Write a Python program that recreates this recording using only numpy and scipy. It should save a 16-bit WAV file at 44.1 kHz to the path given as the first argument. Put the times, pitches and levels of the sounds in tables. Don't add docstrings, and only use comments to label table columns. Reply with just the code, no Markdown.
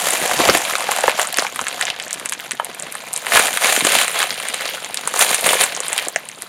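import sys
import numpy as np
from scipy import signal
from scipy.fft import rfft, irfft
from scipy.io import wavfile
from scipy.ndimage import uniform_filter1d

SR = 44100
rng = np.random.default_rng(int(sys.argv[2]) if len(sys.argv) > 2 else 0)


def transcribe(u):
    v = np.clip(np.atleast_2d(u).T, -1, 1)
    q = np.round(v * 32767).astype(np.int16)
    wavfile.write(sys.argv[1], SR, q)


N = 285768
TIME = np.arange(N) / SR

# (time [s], crackle level [dB], brightness of the ticks relative to it [dB])
GRIP = [(0, -23, -1.5), (0.62, -23.5, -2.5), (1.1, -26, -14), (1.5, -34, -3.5), (1.72, -29, -6.5),
        (1.959, -33.5, -13), (2.52, -40, -5.5), (2.72, -36.5, -7), (3.099, -34.5, -5), (3.501, -25.5, 0),
        (4.0, -26.5, 1.5), (4.361, -28.5, -4), (4.66, -25, -6.5), (4.899, -33.5, -5), (5.399, -25, -2),
        (5.74, -28.5, -7), (6.13, -39.5, -4), (6.48, -39.5, -2)]
# (start [s], length [s], crackle level [dB],
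# thump of the slack bag relative to it [dB], brightness of the ticks relative to it [dB])
SQUEEZES = [(0.047, 0.1127, -24.5, -7, 1), (0.208, 0.12, -24.5, -4, -7), (0.405, 0.0502, -17, -4.5, -8),
            (0.506, 0.0484, -17.5, -5, -4.5), (0.695, 0.091, -28.5, -32, -4), (0.907, .19, -27.5, -27, -2),
            (1.196, 0.0353, -23, -31, -2.5), (1.38, 0.0563, -26, -31, -6.5), (1.805, 0.017, -27, -10, -7),
            (1.873, 0.023, -29, -21, -19), (2.034, 0.027, -34.5, -5, -6), (2.2, 0.0417, -34.5, -5.5, -6),
            (2.415, 0.0392, -34.5, -27, -5.5), (2.671, 0.02, -37.5, -2, -17), (2.842, 0.023, -36, -6, -10),
            (3.322, 0.14, -22, -11.5, -1), (3.353, 0.045, -13.5, -13, -3.5),
            (3.639, 0.0625, -16, -13.5, -4.5), (3.739, 0.032, -19.5, -20, 2), (3.873, .04, -17, -10, -4),
            (3.935, 0.0823, -15.5, -17.5, -4), (4.161, 0.0782, -20, -18.5, -8.5),
            (5.215, 0.011, -14, -16, 1.5), (5.275, 0.066, -22, -11, -0.5), (5.465, 0.0742, -18, -5, -0.5),
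            (5.589, 0.0492, -17.5, -13, -1.5), (5.861, 0.1977, -27.5, -15, -4)]
# (time [s], tick level [dB], tick pitch [Hz], panel pitch [Hz], panel level [dB])
SNAPS = [(0.1054, 4, 8750, 2220, -24), (0.122, -10, 6730, 1850, -22.5), (0.176, -9.5, 9430, 2540, -26.5),
         (0.2766, -5, 7220, 2220, -30), (0.3114, -8, 7620, 1320, -14.5), (0.3955, -16.5, 6310, 740, -20),
         (0.4024, -19, 8550, 970, -12.5), (0.487, -8, 6650, 2200, -10), (0.4965, -14, 9200, 2760, -4.5),
         (0.574, 1, 9500, 1170, -27), (0.582, -7, 7200, 2200, -28), (0.65, -10, 9250, 2210, -19),
         (0.7528, -6, 6630, 1890, -12), (0.7823, -6.5, 8560, 1510, -28), (0.8054, -8, 8660, 1320, -20),
         (0.8884, -16, 7610, 1400, -20), (0.9108, -3, 7140, 2360, -23), (0.9164, -2, 10200, 1830, -14),
         (0.9624, -4, 9340, 1770, -21), (0.9852, -10, 7400, 795, -14.5), (1.007, -3.5, 8440, 2110, -30),
         (1.0368, -15.5, 7530, 1570, -19), (1.0786, -10, 7800, 1630, -12), (1.0945, -7, 9100, 2294, -14.5),
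         (1.1148, -14, 8120, 2550, -21), (1.1883, -18, 7620, 810, -14.5), (1.1945, -3.5, 9600, 1490, -12),
         (1.2146, -2, 7100, 1220, -36), (1.2712, -3, 8250, 1980, -31), (1.326, -6, 10500, 2460, -26),
         (1.3419, -7, 7850, 3050, -20), (1.371, -1, 9700, 2280, -20), (1.3846, 3.5, 6700, 2650, -9.5),
         (1.394, -3, 6400, 3700, -16), (1.4215, -8, 9170, 790, -16), (1.4475, -16, 8660, 980, -16),
         (1.466, -12, 5910, 2300, -20), (1.559, -7.5, 9550, 1710, -24.5),
         (1.5908, -14.5, 7500, 1780, -14.5), (1.6125, -6, 7400, 1220, -21.5),
         (1.667, -13, 7660, 2020, -17.5), (1.6824, -2.5, 8100, 2410, -33), (1.8106, 0, 8240, 1880, -16),
         (1.8237, -15, 7250, 2930, -15.5), (1.8523, -5, 7200, 3310, -24), (1.8678, -23, 5260, 2570, -21),
         (1.8797, -22, 5800, 1950, -19), (1.9008, -11.5, 9200, 3400, -15.5),
         (1.9983, -13, 8550, 2470, -20.5), (2.0237, -11.5, 7970, 2400, -42), (2.08, -13, 7260, 1860, -38),
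         (2.1077, -9.5, 7330, 1950, -26), (2.1288, 0.5, 8000, 1890, -42), (2.141, -9, 9300, 2930, -30),
         (2.197, -12.5, 9600, 1870, -27.5), (2.2576, -1.5, 8450, 2110, -23.5),
         (2.289, -11, 6790, 2880, -32), (2.2944, -3.5, 8740, 2300, -32), (2.3219, -5, 9400, 1830, -20),
         (2.327, -12, 6950, 2750, -23), (2.3345, -5.5, 7640, 2710, -28), (2.3978, -21.5, 8000, 1850, -24.5),
         (2.509, -5, 6800, 2120, -21), (2.5166, -4.5, 9100, 2300, -20.5), (2.5971, -21, 9570, 1490, -19.5),
         (2.6457, -5, 9700, 2010, -34), (2.7466, -14, 9600, 2530, -38), (2.797, -6.5, 8300, 845, -37),
         (2.823, -6, 8100, 913, -45), (2.923, -9, 9550, 2180, -35), (2.9515, -8, 9100, 1300, -22.5),
         (3.1307, -3.5, 9200, 2070, -45), (3.1368, -1, 9050, 2530, -33), (3.1618, -0.5, 8050, 3900, -27.5),
         (3.175, -4.5, 9300, 2490, -33), (3.266, -9.5, 8800, 1775, -16), (3.3193, -19, 9300, 1440, -11),
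         (3.3557, -8, 9000, 1530, -9), (3.3727, 3, 8800, 1530, -3.5), (3.393, 7, 9200, 1310, -10.5),
         (3.4687, -2, 7710, 3180, -17.5), (3.4816, -17, 8710, 1210, -16.5), (3.5719, -1, 9100, 2200, -13),
         (3.669, 0, 7340, 1430, -20), (3.7627, -1, 7700, 2150, -12.5), (3.8065, -16, 9170, 2080, -13),
         (3.8486, 11, 8200, 1760, -12), (3.9862, -1, 7900, 2660, -11), (4.0792, -1.5, 8400, 2030, -17),
         (4.1903, -2, 9600, 2370, -23), (4.2274, -1.5, 7650, 2070, -13), (4.305, -19, 8420, 3180, -16.5),
         (4.3994, -11, 9000, 1870, -23), (4.4853, -3, 8700, 1940, -24), (4.5426, -2.5, 8570, 2260, -24.5),
         (4.6888, -32.5, 7580, 2700, -22), (4.8452, -8, 6950, 2620, -25), (4.9433, -2, 9100, 2690, -24.5),
         (4.9716, -6, 8150, 3440, -18.5), (5.074, 7, 8740, 1040, -17), (5.1383, -7.5, 6980, 900, -16),
         (5.1595, -5, 7100, 944, -20.5), (5.1915, 10, 8920, 1180, -17), (5.2183, -9, 9000, 910, -13),
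         (5.305, -3.5, 9120, 690, -18), (5.329, -8.5, 8240, 1880, -19), (5.3439, 13, 8800, 2140, -14.5),
         (5.409, -3.5, 10070, 1820, -31.5), (5.4672, 8, 9100, 2000, -16), (5.489, 5, 8930, 2430, -9.5),
         (5.531, 3, 9000, 805, -11), (5.616, 8, 9600, 1940, -21), (5.6374, 11, 8300, 1350, -14),
         (5.7486, -4.5, 6660, 3385, -30), (5.7642, -6, 6700, 910, -29), (5.8027, 0, 8120, 833, -24.5),
         (5.8817, -1, 8950, 2500, -37), (5.9291, 2.5, 8400, 1140, -22), (5.9783, 1.5, 8900, 3300, -15.5),
         (5.987, -17, 10670, 2150, -15), (6.0834, 0, 8650, 970, -27), (6.1595, -2, 7100, 1590, -19.5),
         (6.2876, -9.5, 8650, 2460, -34), (6.4207, -6.5, 9200, 2240, -31)]
# (time [s], mode frequency [Hz], level [dB], decay time [s])
PANEL_MODES = [(2.5974, 618, -9.5, 0.0023), (2.5974, 934, -4, 0.0029), (2.5974, 1300, -8, 0.0025),
               (2.5974, 1770, -11.5, 0.0022), (2.5974, 3060, -17, 0.0038), (6.1599, 656, -7, 0.0031),
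               (6.1599, 1680, 0, 0.001), (6.1599, 2060, 5.5, 0.00074)]
# (time [s], level [dB], pitch [Hz])
THUMPS = [(0.25, -32, 250), (0.391, -9, 370.7), (0.475, -25, 80), (0.486, 0, 605), (0.493, -12, 258),
          (0.887, -6, 770), (1.036, -2.5, 730), (1.0771, 2, 750), (1.383, -13, 419.5), (1.613, -27.5, 173),
          (2.366, -32, 250), (2.529, -26.5, 264), (2.688, -32, 272), (3.772, -10, 380), (3.82, -16.5, 267),
          (3.846, -11, 406), (5.5, -32, 397), (6.067, -15.5, 475)]
# (frequency [Hz], relative gain [dB])
FULL_FOIL = [(40, -16), (115, -21.5), (180, -10.5), (250, -9), (330, -10), (420, -8.5), (700, 2.5),
             (1200, -1), (2300, -1), (4150, -5), (5100, -7), (7300, 4), (8150, -3), (9100, 4),
             (12500, -4.5), (16000, -12)]
# (frequency [Hz], relative gain [dB])
CRUMPLED_FOIL = [(40, -17), (115, -26.5), (180, -11.5), (315, -13.5), (400, -6.5), (700, 0.5), (1150, -2),
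                 (2200, 1), (4100, -2.5), (5300, -9.5), (7400, 0), (8100, -10.5), (9000, 3.5),
                 (11500, -8.5), (13000, -9), (16000, -14)]
# (frequency [Hz], relative gain [dB])
ROOM_NOISE = [(40, -18), (90, 10.5), (165, 23), (330, 14.5), (600, 18), (1000, 18), (2500, 8), (4000, 15),
              (9000, -27)]

EMPTYING_S = (1.9, 4.1)
ATTACK_S, RELEASE_S = 0.033, 0.029
GRIP_REF_DB = -30
SLACK_DB, SLACK_GROWTH = -42, 0.67
SNAP_LAG_S = 0.000904
ROOM_NOISE_DB = -45
TOP_HZ = 15900
CEILING = .9


def crackle(gains, panel_db=-0.41, tick_db=-1.0):
    bag_gain, panel_gain, tip_gain = gains
    level_db = 20 * np.log10(panel_gain)
    surge = avalanches()
    bag = creases(level_db, surge, lo_hz=106.0, hi_hz=587.0, rate=220, growth=0.64,
                  cycles=0.55, spread_db=6.0, rustle_db=-10.5)
    panels = creases(level_db, surge, lo_hz=457, hi_hz=5070, rate=950, growth=0.9,
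                     cycles=1.0, spread_db=1.5, rustle_db=-4)
    tips = creases(level_db, surge, lo_hz=4800, hi_hz=14940, rate=400, growth=1.15,
                   cycles=2.06, spread_db=1.5, rustle_db=-2.0)
    return bag_gain * bag + undb(panel_db) * panel_gain * panels + undb(tick_db) * tip_gain * tips


def effort():
    s, *columns = np.transpose(GRIP)
    grip_db, bright_db = (np.interp(TIME, s, column) for column in columns)
    slack_db = SLACK_DB + SLACK_GROWTH * (grip_db - GRIP_REF_DB)
    power = undb([slack_db, grip_db, grip_db + bright_db]) ** 2
    for start, length, db, slack_db, tips_db in SQUEEZES:
        swell = np.minimum(TIME - start, 0) / ATTACK_S
        release = np.maximum(TIME - start - length, 0) / RELEASE_S
        shape = np.exp(swell - release)
        power = power + np.outer(undb([db + slack_db, db, db + tips_db]) ** 2, shape ** 2)
    return np.sqrt(power)


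def avalanches(rate=110, fade_s=.0013, spread=.8, share=.6, slipping=.45, slip_rate=30):
    sizes = np.exp(spread * np.minimum(rng.standard_normal(N), 2))
    triggers = (rng.random(N) < rate / SR) * sizes
    runs = signal.lfilter([1], [1, -np.exp(-1 / (fade_s * SR))], triggers + 1e-18)
    return (1 - share + share * runs / runs.mean()) * np.exp(slipping * walk(slip_rate))


def creases(level_db, surge, lo_hz, hi_hz, rate, growth, cycles, spread_db, rustle_db):
    pops_per_s = rate * undb(growth * (level_db + 25)) * surge
    start = np.flatnonzero(rng.random(N) < pops_per_s / SR)
    place, sign = rng.random((2, N))[:, start]
    size, damping = np.clip(rng.standard_normal((2, N))[:, start], -3, 2.4)
    hz = lo_hz + (hi_hz - lo_hz) * place
    ring_s = cycles * np.exp(.3 * damping) / hz
    size = np.sign(sign - .5) * undb(spread_db * size) / np.sqrt(ring_s)
    ticks = film(grains(start, hz, size, ring_s))
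    rustle = film(band(rng.standard_normal(N) * surge ** 0.11, lo_hz, hi_hz, order=4))
    return (steady(ticks) + undb(rustle_db) * steady(rustle)) / np.hypot(1, undb(rustle_db))


def grains(start, hz, size, ring_s):
    length = (7 * ring_s * SR).astype(int)
    owner = np.repeat(np.arange(len(start)), length)
    step = np.arange(len(owner)) - (np.cumsum(length) - length)[owner]
    age = step / (SR * ring_s[owner])
    envelope = size[owner] * np.sqrt(age) * np.exp(-age)
    wave = envelope * np.sin(2 * np.pi * hz[owner] * step / SR)
    return np.bincount(start[owner] + step, wave, N)[:N]


def film(x, shift=0.016, flex_rate=45):
    crumpled = np.interp(TIME, EMPTYING_S, [0, 1])
    tension = (1 + np.tanh(2 * walk(flex_rate))) / 2
    slack = colour(x, np.array(CRUMPLED_FOIL) * [np.exp(-shift), 1])
    taut = colour(x, np.array(CRUMPLED_FOIL) * [np.exp(shift), 1])
    flexing = (1 - tension) * slack + tension * taut
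    return (1 - crumpled) * colour(x, FULL_FOIL) + crumpled * flexing


def steady(x):
    window = int(.065 * SR)
    power = uniform_filter1d(uniform_filter1d(x ** 2, window), window)
    return x / np.sqrt(np.abs(power) + np.mean(power) / 10 ** 3)


def snaps(tick_gain_db=-2.5, give_db=-23, give_s=0.0016, size=1100):
    out = np.zeros(N + SR)
    chances = rng.standard_normal((len(SNAPS), 4, size))
    for (s, tick_db, tick_hz, panel_hz, panel_db), chance in zip(SNAPS, chances):
        lead_s = give_s * (.5 + abs(chance[3, -1]))
        for at, db, draws in ((s, 0, chance[:2]), (s - lead_s, give_db, chance[2:])):
            start = max(int((at + SNAP_LAG_S) * SR), 0)
            sound = fold(tick_db + tick_gain_db, tick_hz, panel_hz, panel_db, draws)
            out[start:start + size] += undb(db) * sound
    return out[:N]


def small_snaps(gains, count=36, panel_hz=2200, panel_spread=0.437, tick_hz=7600, tick_spread=0.25,
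                panel_db=-31, tick_db=-15, growth=0.36, spread_db=-1.5, size=1100):
    out = np.zeros(N + SR)
    busy = np.cumsum(np.sqrt(gains[1]))
    starts = np.searchsorted(busy, rng.random(count) * busy[-1])
    traits = np.clip(rng.standard_normal((count, 4)), -2, 2)
    chances = rng.standard_normal((count, 2, size))
    for start, (tip, panel, tick, knock), chance in zip(starts, traits, chances):
        _, press_db, tips_db = growth * (20 * np.log10(gains[:, start]) - GRIP_REF_DB)
        out[start:start + size] += fold(
            tips_db + tick_db + spread_db * tick, tick_hz * np.exp(tick_spread * tip),
            panel_hz * np.exp(panel_spread * panel), press_db + panel_db + spread_db * knock, chance)
    return out[:N]


def fold(tick_db, tick_hz, panel_hz, panel_db, chance, crest_db=14, crack_db=11.0):
    knock = flick(panel_hz, cycles=0.66, spread=0.79, scatter_db=-3.0, scatter_s=0.0052, draws=chance[0])
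    knock = band(knock, lo_hz=384, hi_hz=7500)
    tick = tip_tick(tick_hz, chance[1])
    impulse = signal.unit_impulse(len(tick))
    crack = colour(band(impulse, lo_hz=1800, hi_hz=12500, order=1), CRUMPLED_FOIL)
    crack_gain = undb(crack_db + (tick_db + panel_db) / 2)
    return undb(panel_db) * knock + undb(tick_db - crest_db) * tick + crack_gain * crack


def tip_tick(hz, draws, cycles=0.8, vary=0.25):
    turns = np.arange(len(draws)) / SR * hz
    width = cycles * np.exp(vary * np.tanh(draws[-1]))
    wave = np.exp(-.5 * (turns / width - np.pi) ** 2) * np.sin(2 * np.pi * turns)
    return scattered(wave, scatter_db=-8, scatter_s=0.0071, draws=draws)


def flick(hz, cycles, spread, scatter_db, scatter_s, draws):
    t = np.arange(len(draws)) / SR
    place = np.linspace(-1, 1, 7)
    place = place + 0.13 * draws[:len(place)]
    mode_hz = np.minimum(hz * np.exp(spread * place), TOP_HZ)
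    weight = np.exp(-1.1 * place ** 2) * (-1) ** np.arange(len(place))
    age = t[:, None] * np.sqrt(mode_hz * hz) / cycles
    modes = weight * np.sin(2 * np.pi * mode_hz * t[:, None]) * age * np.exp(-age)
    return scattered(modes.sum(axis=1), scatter_db, scatter_s, draws)


def scattered(wave, scatter_db, scatter_s, draws):
    scatter = draws * np.exp(-np.arange(len(draws)) / SR / scatter_s)
    scatter = scatter / np.linalg.norm(scatter)
    wave = wave + undb(scatter_db) * signal.fftconvolve(wave, scatter)[:len(wave)]
    return wave / np.sqrt(np.sum(wave ** 2) / (.005 * SR))


def rings(rise_s=0.00076):
    out = np.zeros(N + SR)
    t = np.arange(SR // 20) / SR
    for k, (s, hz, db, decay_s) in enumerate(PANEL_MODES):
        start = int((s + SNAP_LAG_S) * SR)
        envelope = np.exp(-t / decay_s) * (1 - np.exp(-t / rise_s))
        sense = (-1) ** k
        out[start:start + len(t)] += sense * undb(db) * np.sin(2 * np.pi * hz * t) * envelope
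    return out[:N]


def thumps(gain_db=-1, lag_s=0.00244, size=3000):
    out = np.zeros(N + SR)
    for (s, db, hz), chance in zip(THUMPS, rng.standard_normal((len(THUMPS), size))):
        knock = flick(hz, cycles=0.59, spread=0.6, scatter_db=-2, scatter_s=0.002, draws=chance)
        knock = band(knock, lo_hz=.5 * hz, hi_hz=5000)
        start = max(int((s + lag_s) * SR), 0)
        out[start:start + size] += undb(db + gain_db) * knock / np.abs(knock).max()
    return out[:N]


def room(x, wall_db=-17, t60_s=0.19, treble_db=-8):
    t = np.arange(SR // 2) / SR
    low, high = rng.standard_normal((2, len(t)))
    treble = band(high, 6440, 6460) * np.exp(-t / 0.06)
    tail = band(low, 84.0, 5500) + undb(treble_db) * treble
    onset = np.clip(t / 0.00032 - 1, 0, 1)
    tail = tail * undb(-60 * t / t60_s) * onset
    return x + signal.fftconvolve(x, undb(wall_db) * tail / np.linalg.norm(tail))[:N]


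def background():
    hz = np.arange(N // 2 + 1) * SR / N
    hiss = irfft(rfft(rng.standard_normal(N)) * gain_at(ROOM_NOISE, hz), N)
    return undb(ROOM_NOISE_DB) * unit(hiss)


def colour(x, points, size=2048):
    cepstrum = irfft(np.log(gain_at(points, np.arange(size // 2 + 1) * SR / size)))
    cepstrum[1:size // 2] *= 2
    cepstrum[size // 2 + 1:] = 0
    return signal.fftconvolve(x, irfft(np.exp(rfft(cepstrum))))[:len(x)]


def gain_at(points, hz):
    f, db = np.transpose(points)
    return undb(np.interp(np.log(np.maximum(hz, 1)), np.log(f), db))


def band(x, lo_hz, hi_hz, order=2):
    sos = signal.butter(order, [lo_hz, min(hi_hz, SR / 2 - 1)], "band", fs=SR, output="sos")
    return signal.sosfilt(sos, x)


def walk(rate):
    k = max(int(SR / rate), 1)
    held = np.repeat(rng.standard_normal(N // k + 1), k)
    return unit(uniform_filter1d(held, k)[:N])


def unit(x):
    return x / np.sqrt(np.mean(x ** 2) + 1e-18)


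def undb(db):
    return 10 ** (np.asarray(db) / 20)


def scene():
    gains = effort()
    balloon = crackle(gains) + snaps() + rings() + thumps() + small_snaps(gains)
    return (room(balloon) + background())[None]


def record(dry, low_cut_hz=55):
    flattened = np.clip(dry, -CEILING, CEILING)
    bass_cut = signal.butter(1, low_cut_hz, "high", fs=SR, output="sos")
    top_cut = signal.ellip(10, .2, 70, TOP_HZ, fs=SR, output="sos")
    return signal.sosfilt(top_cut, signal.sosfilt(bass_cut, flattened))


dry = scene()
out = record(dry)
transcribe(out)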